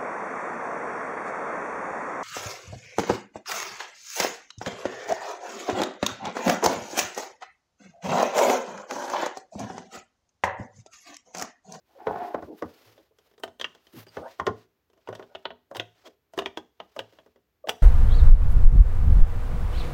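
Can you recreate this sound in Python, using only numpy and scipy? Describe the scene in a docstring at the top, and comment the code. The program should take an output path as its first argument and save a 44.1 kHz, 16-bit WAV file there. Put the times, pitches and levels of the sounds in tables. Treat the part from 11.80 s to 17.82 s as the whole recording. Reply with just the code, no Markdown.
"""A silicone bubble toy on a wooden table in a small, quiet room, the microphone close by.
Skin brushes the rubber and the toy is dragged over the wood, squeaking and knocking as it is turned.
Fingers dent the domes with soft plops; domes snap through with a click and a short hollow note.
The toy is dropped flat, then pressed again in a longer run of pops. Firm pushes set the table top
ringing, and the room answers the toy."""
import sys
import numpy as np
from scipy import signal
from scipy.fft import rfft, irfft, next_fast_len
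from scipy.io import wavfile
from scipy.ndimage import uniform_filter1d, map_coordinates

SR = 44100
rng = np.random.default_rng(int(sys.argv[2]) if len(sys.argv) > 2 else 0)


def generate_wav(signal):
    """Clip the signal to [-1, 1] and save it as 16-bit WAV at the path in sys.argv[1]."""
    frames = np.transpose(np.atleast_2d(signal))
    scaled = np.clip(frames, -1, 1) * 32767
    pcm = np.round(scaled).astype(np.int16)
    wavfile.write(sys.argv[1], SR, pcm)


N = 265482
T = np.arange(SR // 3) / SR  # time axis of one short sound, s


def amp(db):
    """Decibels to gain."""
    return 10 ** (np.asarray(db) / 20)


def unit(x):
    """x at rms 1."""
    return x / np.sqrt(np.mean(x ** 2) + 1e-20)


def burst(x, size=256):
    """x at rms 1 over its loudest few milliseconds."""
    return x / np.sqrt(uniform_filter1d(x ** 2, size, mode="constant").max() + 1e-20)


def along(points, hz):
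    """(frequency_hz, value) points read on a log axis."""
    freqs, values = np.transpose(points)
    return np.interp(np.log(hz + 1), np.log(freqs + 1), values)


def wobble(rate):
    """A smooth random curve, rate knots a second."""
    knots = rng.standard_normal(int(N * rate / SR) + 4)
    return map_coordinates(knots, [np.arange(N) * rate / SR])


def filtered(x, response):
    """x times a complex response of frequency."""
    size = next_fast_len(len(x) + SR // 2)
    return irfft(rfft(x, size) * response(np.fft.rfftfreq(size, 1 / SR)), size)[:len(x)]


def coloured(x, spectrum, size=4096):
    """x through a causal filter with the given spectrum."""
    cepstrum = irfft(np.log(amp(along(spectrum, np.fft.rfftfreq(size, 1 / SR)))))
    cepstrum[1:size // 2] *= 2
    cepstrum[size // 2 + 1:] = 0
    return signal.fftconvolve(x, irfft(np.exp(rfft(cepstrum))))[:len(x)]


def noise(spectrum):
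    """Steady coloured noise of rms 1."""
    return unit(coloured(rng.standard_normal(N), spectrum))


def fade(t60):
    """A decay that loses 60 dB in t60 seconds."""
    return np.exp(-np.log(1000) * T / t60)


def puff(spectrum, t60, jolt=0, size=2048):
    """A jolt and a short dying burst of noise, coloured by the spectrum."""
    push = (rng.standard_normal(len(T)) * fade(t60))[:round(t60 * SR) + size]
    push[0] += jolt * np.linalg.norm(push)
    return np.pad(burst(coloured(push, spectrum, size)), (0, len(T) - len(push)))


def swell(length_s, rise, fall):
    """A movement speeds up, holds and slows down; rise and fall are shares of its length."""
    progress = np.linspace(0, 1, round(length_s * SR))
    return np.clip(np.minimum(progress / rise, (1 - progress) / fall), 0, 1)


def add(track, start_s, x):
    """Mix x into the track at start_s."""
    i = max(round(start_s * SR), 0)
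    track[i:i + len(x)] += x[:N - i]


def hands(hiss_hz=13300, hiss_octaves=0.4, grain_db=2, pressure_db=2):
    """Dry skin brushes the silicone: each stroke is a soft, grainy swish with a high hiss on top."""
    # strokes of a hand: start_s, length_s, swish_db, hiss_db
    strokes = [(0.03, .68, -62, -71.5), (0.58, 0.75, -63, -72.5), (0.759, .055, -63, -65.5),
               (1.316, 0.27, -74, -81), (1.817, 0.22, -66.5, -86), (1.992, 0.22, -68, -75),
               (2.117, 0.14, -55, -58.5), (2.212, 0.47, -61, -75), (2.726, 0.15, -69, -85),
               (3.103, 0.63, -69.5, -84.5), (4.068, 0.32, -69.5, -89), (4.246, .045, -57.5, -94),
               (4.517, 0.15, -61.5, -88.5), (4.91, 0.67, -70, -83.5), (5.992, 0.14, -47.5, -78)]
    # skin on rubber: frequency_hz, level_db
    swish_spectrum = [(60, -71), (350, 5.5), (900, 3), (2100, -0.5), (2900, -0.5), (3900, -2.5),
                      (5100, -3.5), (7000, -10), (10000, -22), (15000, -19)]
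    swish_gain, hiss_gain = np.zeros(N), np.zeros(N)
    for start_s, length_s, swish_db, hiss_db in strokes:
        speed = swell(length_s, rise=0.41, fall=0.33)
        add(swish_gain, start_s, amp(swish_db + 0.15) * speed)
        add(hiss_gain, start_s, amp(hiss_db) * speed)
    band = lambda hz: 1 / (1 + (np.log2((hz + 1) / hiss_hz) / hiss_octaves) ** 2)
    hiss = hiss_gain * unit(filtered(rng.standard_normal(N), band))
    swish = swish_gain * noise(swish_spectrum)
    return (swish + hiss) * amp(grain_db * wobble(90) + pressure_db * wobble(14))


def drag(slips_per_s=2500, grip_db=2):
    """The dragged rubber sticks and slips on the wood grain."""
    # course of the drag: time_s, level_db
    course = [(0.08, -69.5), (0.16, -62.5), (0.2, -46), (0.26, -50.5), (0.285, -37), (0.44, -31.5),
              (0.53, -43), (0.59, -39.5), (0.65, -88), (0.8, -85)]
    # rubber on wood: frequency_hz, level_db
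    slip_spectrum = [(60, -53), (200, -21), (380, -4), (560, -18.5), (720, 3.5), (850, -3.5), (1100, -15.5),
                     (1500, -18), (2300, -26), (4000, -41), (8000, -65)]
    times, levels = np.transpose(course)
    level_db = np.interp(np.arange(N) / SR, times, levels, left=-140, right=-140)
    slips = (rng.random(N) < slips_per_s / SR) * rng.standard_normal(N)
    slips *= amp(grip_db * wobble(70))
    return amp(level_db - 1) * unit(coloured(slips, slip_spectrum))


def judders(rows, steady_cycles, spread_hz, overtone_db, rise, fall):
    """Rubber sticks and slips at a gliding rate; its grip keeps breaking, which roughens the tone."""
    out = np.zeros(N)
    for start_s, length_s, first_hz, last_hz, level_db in rows:
        force = swell(length_s, rise, fall)
        t = np.arange(len(force)) / SR
        cycles = np.cumsum(np.geomspace(first_hz, last_hz, len(t))) / SR
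        breaks = cycles / steady_cycles + spread_hz * t
        grip = [map_coordinates(row, [breaks], mode="mirror") for row in rng.standard_normal((4, 256))]
        turn = np.exp(2j * np.pi * cycles)
        fundamental = (grip[0] + 1j * grip[1]) * turn
        overtone = amp(overtone_db) * (grip[2] + 1j * grip[3]) * turn ** 2
        add(out, start_s, amp(level_db) * force * unit((fundamental + overtone).real))
    return out


def squeaks():
    """Rubber gripping wood or skin tightly slips almost regularly: a thin, wavering tone."""
    # tight slides: start_s, length_s, first_hz, last_hz, level_db
    slides = [(0.145, 0.045, 565, 490, -51), (0.185, 0.1, 864, 825, -54), (0.31, 0.2, 730, 714.4, -39.5),
              (2.262, 0.047, 4750, 4805, -56), (2.24, 0.28, 8500, 8940, -76),
              (4.25, 0.029, 3200, 3370, -53), (5.84, 0.018, 589, 542, -32.5)]
    return judders(slides, steady_cycles=14, spread_hz=21, overtone_db=-27.5, rise=0.43, fall=0.31)


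def contacts(rows, *, jolt, snap_db, snap_t60, slap_db, slap_t60, slap_share, tick_db, tick_share,
             fizz_db, note_db, note_t60, knock_db, knock_t60, thud_db, thud_grows, lead_in_db):
    """Each contact cracks the rubber wall, rings the air under a dome and thuds on the table."""
    # spectra of the parts of a contact: frequency_hz, level_db
    snap_spectrum = [(300, -73), (1200, -30), (2300, -3), (3000, 12), (3700, 5), (4400, -10.5), (5300, -31),
                     (9000, -63)]
    slap_spectrum = [(150, -72.5), (600, -22.5), (1000, -7.5), (1400, 0), (1950, 0.5), (2500, -13.5),
                     (4000, -24), (9000, -69.5)]
    tick_spectrum = [(1500, -61.5), (3800, -3.5), (4800, 2), (6400, 0.5), (7700, -12.5), (9000, -21.5),
                     (13000, -52)]
    fizz_spectrum = [(2000, -69), (6000, -1.5), (8000, 4), (10000, -2.5), (13000, -1.5), (16000, 0)]
    knock_spectrum = [(40, -70.5), (150, -24.5), (280, 1), (400, 7.5), (700, 6), (1100, 2.5), (1500, -5.5),
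                      (2500, -31.5), (6000, -75.5)]
    thud_spectrum = [(20, -65.5), (50, -16.5), (78, -1), (130, -10), (190, -2.5), (245, -5), (330, -5.5),
                     (700, -46.5), (2000, -88.5)]
    out = np.zeros(N)
    usual_cavity = np.mean(rows, axis=0)[3]
    for start_s, snap_level, cavity_hz, cavity_level, fizz_level in rows:
        # no two domes are equally stiff, so each snaps at its own pitch
        dome_spectrum = np.array(snap_spectrum) * [2 ** (0.07 * rng.standard_normal()), 1]
        snap = amp(snap_level + snap_db) * puff(dome_spectrum, snap_t60, jolt)
        # the slap grows with both the snap and the air it moves
        slap_level = cavity_level + slap_share * (snap_level - cavity_level)
        slap = amp(slap_level + slap_db) * puff(slap_spectrum, slap_t60, jolt)
        # skin slipping off the rubber ticks and fizzes
        tick_level = fizz_level + tick_share * (snap_level - fizz_level)
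        tick = amp(tick_level + tick_db) * puff(tick_spectrum, 0.038, jolt)
        fizz = amp(fizz_level + fizz_db) * puff(fizz_spectrum, 0.035)
        # the trapped air rings briefly; the soft rubber around it gives a broader knock
        ring = np.sin(2 * np.pi * cavity_hz * T) * fade(note_t60) * (1 - np.exp(-T / 0.0013))
        note = amp(cavity_level + note_db) * burst(ring)
        knock = amp(cavity_level + knock_db) * puff(knock_spectrum, knock_t60, jolt)
        # a firmer push than usual thuds harder
        thud = amp(thud_db + thud_grows * (cavity_level - usual_cavity)) * puff(thud_spectrum, 0.21)
        add(out, start_s + 0.0008, snap + slap + tick + fizz + note + knock + thud)
        # a faint, brief rise of noise leads into each click
        dying_noise = (amp(snap_level + snap_db) * puff(snap_spectrum, 0.019)
                       + amp(cavity_level) * puff(knock_spectrum, 0.019)
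                       + amp(fizz_level + 9.5) * puff(fizz_spectrum, 0.047))
        lead_in = amp(lead_in_db) * dying_noise[:SR // 40][::-1]
        add(out, start_s - len(lead_in) / SR, lead_in)
    return out


def knocks():
    """The toy lands on the wood and flaps briefly; the air under its domes rings."""
    # the rim hitting the table: start_s, snap_db, cavity_hz, cavity_db, fizz_db
    landings = [(0.2687, -30, 466, -20, -70.5), (0.3088, -63, 830, -27, -68.5),
                (0.3578, -47, 740, -30.5, -69.5), (0.544, -38, 527, -23, -67.5),
                (0.6239, -54, 472, -33, -68), (0.822, -39, 504, -25.5, -58.5),
                (2.3688, -37, 460, -27.5, -64), (2.383, -72, 410, -36.5, -86),
                (2.597, -29.5, 1070, -24.5, -56), (2.6661, -20, 1067, -22.5, -45.5),
                (2.6735, -42.5, 433.5, -18.5, -63)]
    return contacts(landings, jolt=0.63, snap_db=-13.5, snap_t60=0.029,
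                    slap_db=-3.5, slap_t60=0.037, slap_share=0.69,
                    tick_db=-1.5, tick_share=0.4, fizz_db=-3,
                    note_db=-1, note_t60=0.03, knock_db=-3.5, knock_t60=0.085,
                    thud_db=-38, thud_grows=0.55, lead_in_db=-22)


def rubs():
    """A loosely sliding finger makes the rubber judder: a low, rough groan."""
    # loose slides: start_s, length_s, first_hz, last_hz, level_db
    slides = [(0.667, 0.097, 487, 317, -41), (0.852, 0.43, 435, 419, -67), (1.168, 0.061, 456.5, 357, -61),
              (1.306, 0.024, 486, 474, -64.5), (2.13, 0.077, 325, 140, -45.5), (2.408, .085, 544, 914, -38),
              (3.161, 0.038, 464, 540, -64.5), (3.485, .06, 643, 722, -60), (4.238, 0.07, 648, 329, -51.5)]
    return judders(slides, steady_cycles=2.2, spread_hz=180, overtone_db=-12.5, rise=0.29, fall=0.32)


def table_top():
    """A firm push sets the table top ringing."""
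    # low modes of the wood: pitch_hz, level_db, t60_s
    modes = [(109.3, 6, 0.3), (167, -12.5, 0.48)]
    # pushes that bottom out: start_s, level_db
    pushes = [(1.06, -60), (2.169, -48.5), (2.265, -57.5), (2.674, -42.5), (3.286, -45.5), (3.971, -44.5),
              (4.588, -68.5), (5.191, -54.5)]
    ring = sum(amp(db) * np.sin(2 * np.pi * hz * T) * fade(t60) for hz, db, t60 in modes)
    boom = burst(ring * (1 - np.exp(-T / 0.013)))
    out = np.zeros(N)
    for start_s, level_db in pushes:
        add(out, start_s, amp(level_db) * boom)
    return out


def presses():
    """A fingertip dents a dome: a soft, hollow plop."""
    # dents: start_s, snap_db, cavity_hz, cavity_db, fizz_db
    dents = [(1.1772, -47.5, 600, -55.5, -75.5), (1.3851, -48, 465, -61.5, -64),
             (1.5784, -49, 441, -56.5, -67.5), (1.5978, -63, 410, -52.5, -55.5),
             (1.6771, -41, 670, -44.5, -67), (1.9487, -42.5, 424, -51.5, -63.5),
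             (2.0675, -41, 393, -59.5, -64), (2.2661, -44.5, 403, -50, -62),
             (2.2824, -47.5, 430, -64.5, -62), (3.273, -34, 903, -42, -73), (3.2868, -42, 450, -31.5, -56),
             (3.3266, -37.5, 590, -36.5, -65), (3.3503, -32.5, 564, -44, -52), (3.3943, -44, 407, -38, -69),
             (3.4248, -40, 453, -45, -84.5), (3.7041, -31, 670, -39.5, -92),
             (3.9119, -52.5, 578, -38, -59.5), (3.9479, -31, 880, -40.5, -53),
             (3.9563, -31.5, 794, -34, -48.5), (4.535, -47, 655, -46.5, -57), (4.576, -29, 358, -26, -47),
             (4.6194, -33, 720, -37, -64.5), (5.1625, -41.5, 625, -36, -53), (5.3862, -40, 642, -50, -83),
             (5.4608, -58.5, 430, -52.5, -70), (5.5588, -56.5, 457, -55.5, -79),
             (5.8715, -32, 607, -35, -62), (5.8859, -27, 820, -29, -41.5)]
    return contacts(list(dents) + light_touches(), jolt=0.23, snap_db=-14, snap_t60=0.049,
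                    slap_db=-9, slap_t60=0.023, slap_share=0.43,
                    tick_db=-7, tick_share=0.49, fizz_db=-4,
                    note_db=0, note_t60=0.028, knock_db=-4.5, knock_t60=0.088,
                    thud_db=-63.5, thud_grows=0.9, lead_in_db=-23)


def light_touches(count=3, scatter_db=3, scatter_octaves=0.2):
    """Fingertips feel for the next dome: rows of faint dents at random moments, for presses()."""
    # searches: start_s, end_s
    searches = [(1.46, 1.54), (3.081, 3.2), (5.31, 5.37)]
    rows = []
    for start_s, end_s in searches:
        times = start_s + (end_s - start_s) * (np.arange(count) + rng.random(count)) / count
        for time_s, (force, pitch) in zip(times, rng.standard_normal((count, 2))):
            snap_db, cavity_db, fizz_db = np.array([-56.5, -62.5, -73.5]) + scatter_db * force
            rows.append((time_s, snap_db, 450 * 2 ** (scatter_octaves * pitch), cavity_db, fizz_db))
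    return rows


def pops():
    """A dome buckles all at once: a hard, bright snap."""
    # domes snapping through: start_s, snap_db, cavity_hz, cavity_db, fizz_db
    snaps = [(1.6346, -24.5, 628, -29.5, -47.5), (1.7968, -31.5, 570, -44, -58),
             (1.8117, -20.5, 553, -38.5, -53), (1.8425, -16.5, 1310, -37.5, -62.5),
             (3.549, -33.5, 687, -36.5, -74.5), (3.5538, -31, 680, -47.5, -88),
             (3.6528, -22, 914, -31.5, -89.5), (3.9666, -29, 386, -42.5, -48.5),
             (3.9965, -17.5, 370, -34, -57.5), (4.5875, -18.5, 426, -23, -49.5),
             (4.6583, -19.5, 630, -29.5, -58.5), (4.7721, -25, 330, -30.5, -56),
             (5, -32, 647, -36.5, -81.5), (5.1901, -22.5, 543, -32, -55), (5.892, -14, 698, -30.5, -37)]
    return contacts(snaps, jolt=0.44, snap_db=-6.5, snap_t60=0.018,
                    slap_db=-11, slap_t60=0.037, slap_share=0.82,
                    tick_db=-6, tick_share=0.55, fizz_db=5,
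                    note_db=-3, note_t60=0.033, knock_db=0, knock_t60=0.033,
                    thud_db=-55.5, thud_grows=0.7, lead_in_db=-27)


def shell(x):
    """The body of the toy, lying on the wood, resonates with each touch."""
    # resonances: centre_hz, width_hz, level_db
    modes = [(243.7, 12, 7), (317, 19, -0.5), (388, 12, 3), (433.4, 8, 2.5), (569, 140, -3.5),
             (657, 23, -1.5), (713, 6.4, -0.5), (812, 11, -7), (945, 36, -1), (1047, 35, -4),
             (1220, 28, -4.5), (1480, 37, 0), (1790, 130, -6.5)]
    return filtered(x, lambda hz: sum(
        amp(db) * 1j * hz * width / (centre ** 2 - hz ** 2 + 1j * hz * width)
        for centre, width, db in modes))


def room(x, early_db=-11, early_t60=0.084, late_db=-19):
    """Arms and table scatter the sound at once; the walls answer later, differently as the hands move."""
    # reverberation times: frequency_hz, t60_s
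    decay_times = [(100, 0.49), (500, 0.22), (1500, 0.29), (3200, 0.356), (7000, 0.48), (15000, 0.51)]
    # colour of the walls: frequency_hz, gain_db
    wall_spectrum = [(100, -18), (250, 4), (500, 14.5), (1800, 4.5), (3300, 0.5), (6000, 2.5), (15000, 0.5)]
    out = np.zeros(N)
    for piece in np.array_split(np.arange(N), 14):  # each stretch gets its own random reflections
        hz, t, bands = signal.stft(rng.standard_normal(SR // 2), SR, nperseg=256)
        bands *= np.exp(-np.log(1000) * t / along(decay_times, hz)[:, None])
        tail = signal.istft(bands, SR, nperseg=256)[1][:len(T)]
        tail = coloured(tail / np.linalg.norm(tail) * (1 - np.exp(-T / 0.0028)), wall_spectrum)
        early = rng.standard_normal(len(T)) * fade(early_t60) * (T > 0.002)
        answer = amp(late_db) * tail + amp(early_db) * early / np.linalg.norm(early)
        add(out, piece[0] / SR, signal.fftconvolve(x[piece], answer))
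    return out


def room_tone(level_db=-75.5):
    """A faint, steady rumble and hiss lies under everything."""
    # the quiet room: frequency_hz, level_db
    spectrum = [(15, -48.5), (28, -24), (60, -3.5), (92, -9), (170, -16), (400, -14), (700, -22),
                (2000, -26), (6700, -35), (9000, -43), (13600, -31), (16000, -34)]
    return amp(level_db) * noise(spectrum)


def scene(direct_db=-3, shell_db=-5):
    """From close by, the toy is heard directly, through its shell and off the walls."""
    touches = pops() + presses() + knocks() + drag() + rubs() + squeaks()
    toy = amp(direct_db) * touches + amp(shell_db) * shell(touches)
    return (toy + room(toy) + table_top() + hands() + room_tone())[None]


def record(dry, low_hz=50, top_hz=16300):
    """One close microphone thins the deep bass and keeps nothing above its band limit."""
    low_cut = signal.butter(2, low_hz, "highpass", fs=SR, output="sos")
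    return filtered(signal.sosfilt(low_cut, dry[0]), lambda hz: hz < top_hz)[None]


dry = scene()
out = record(dry)
generate_wav(out)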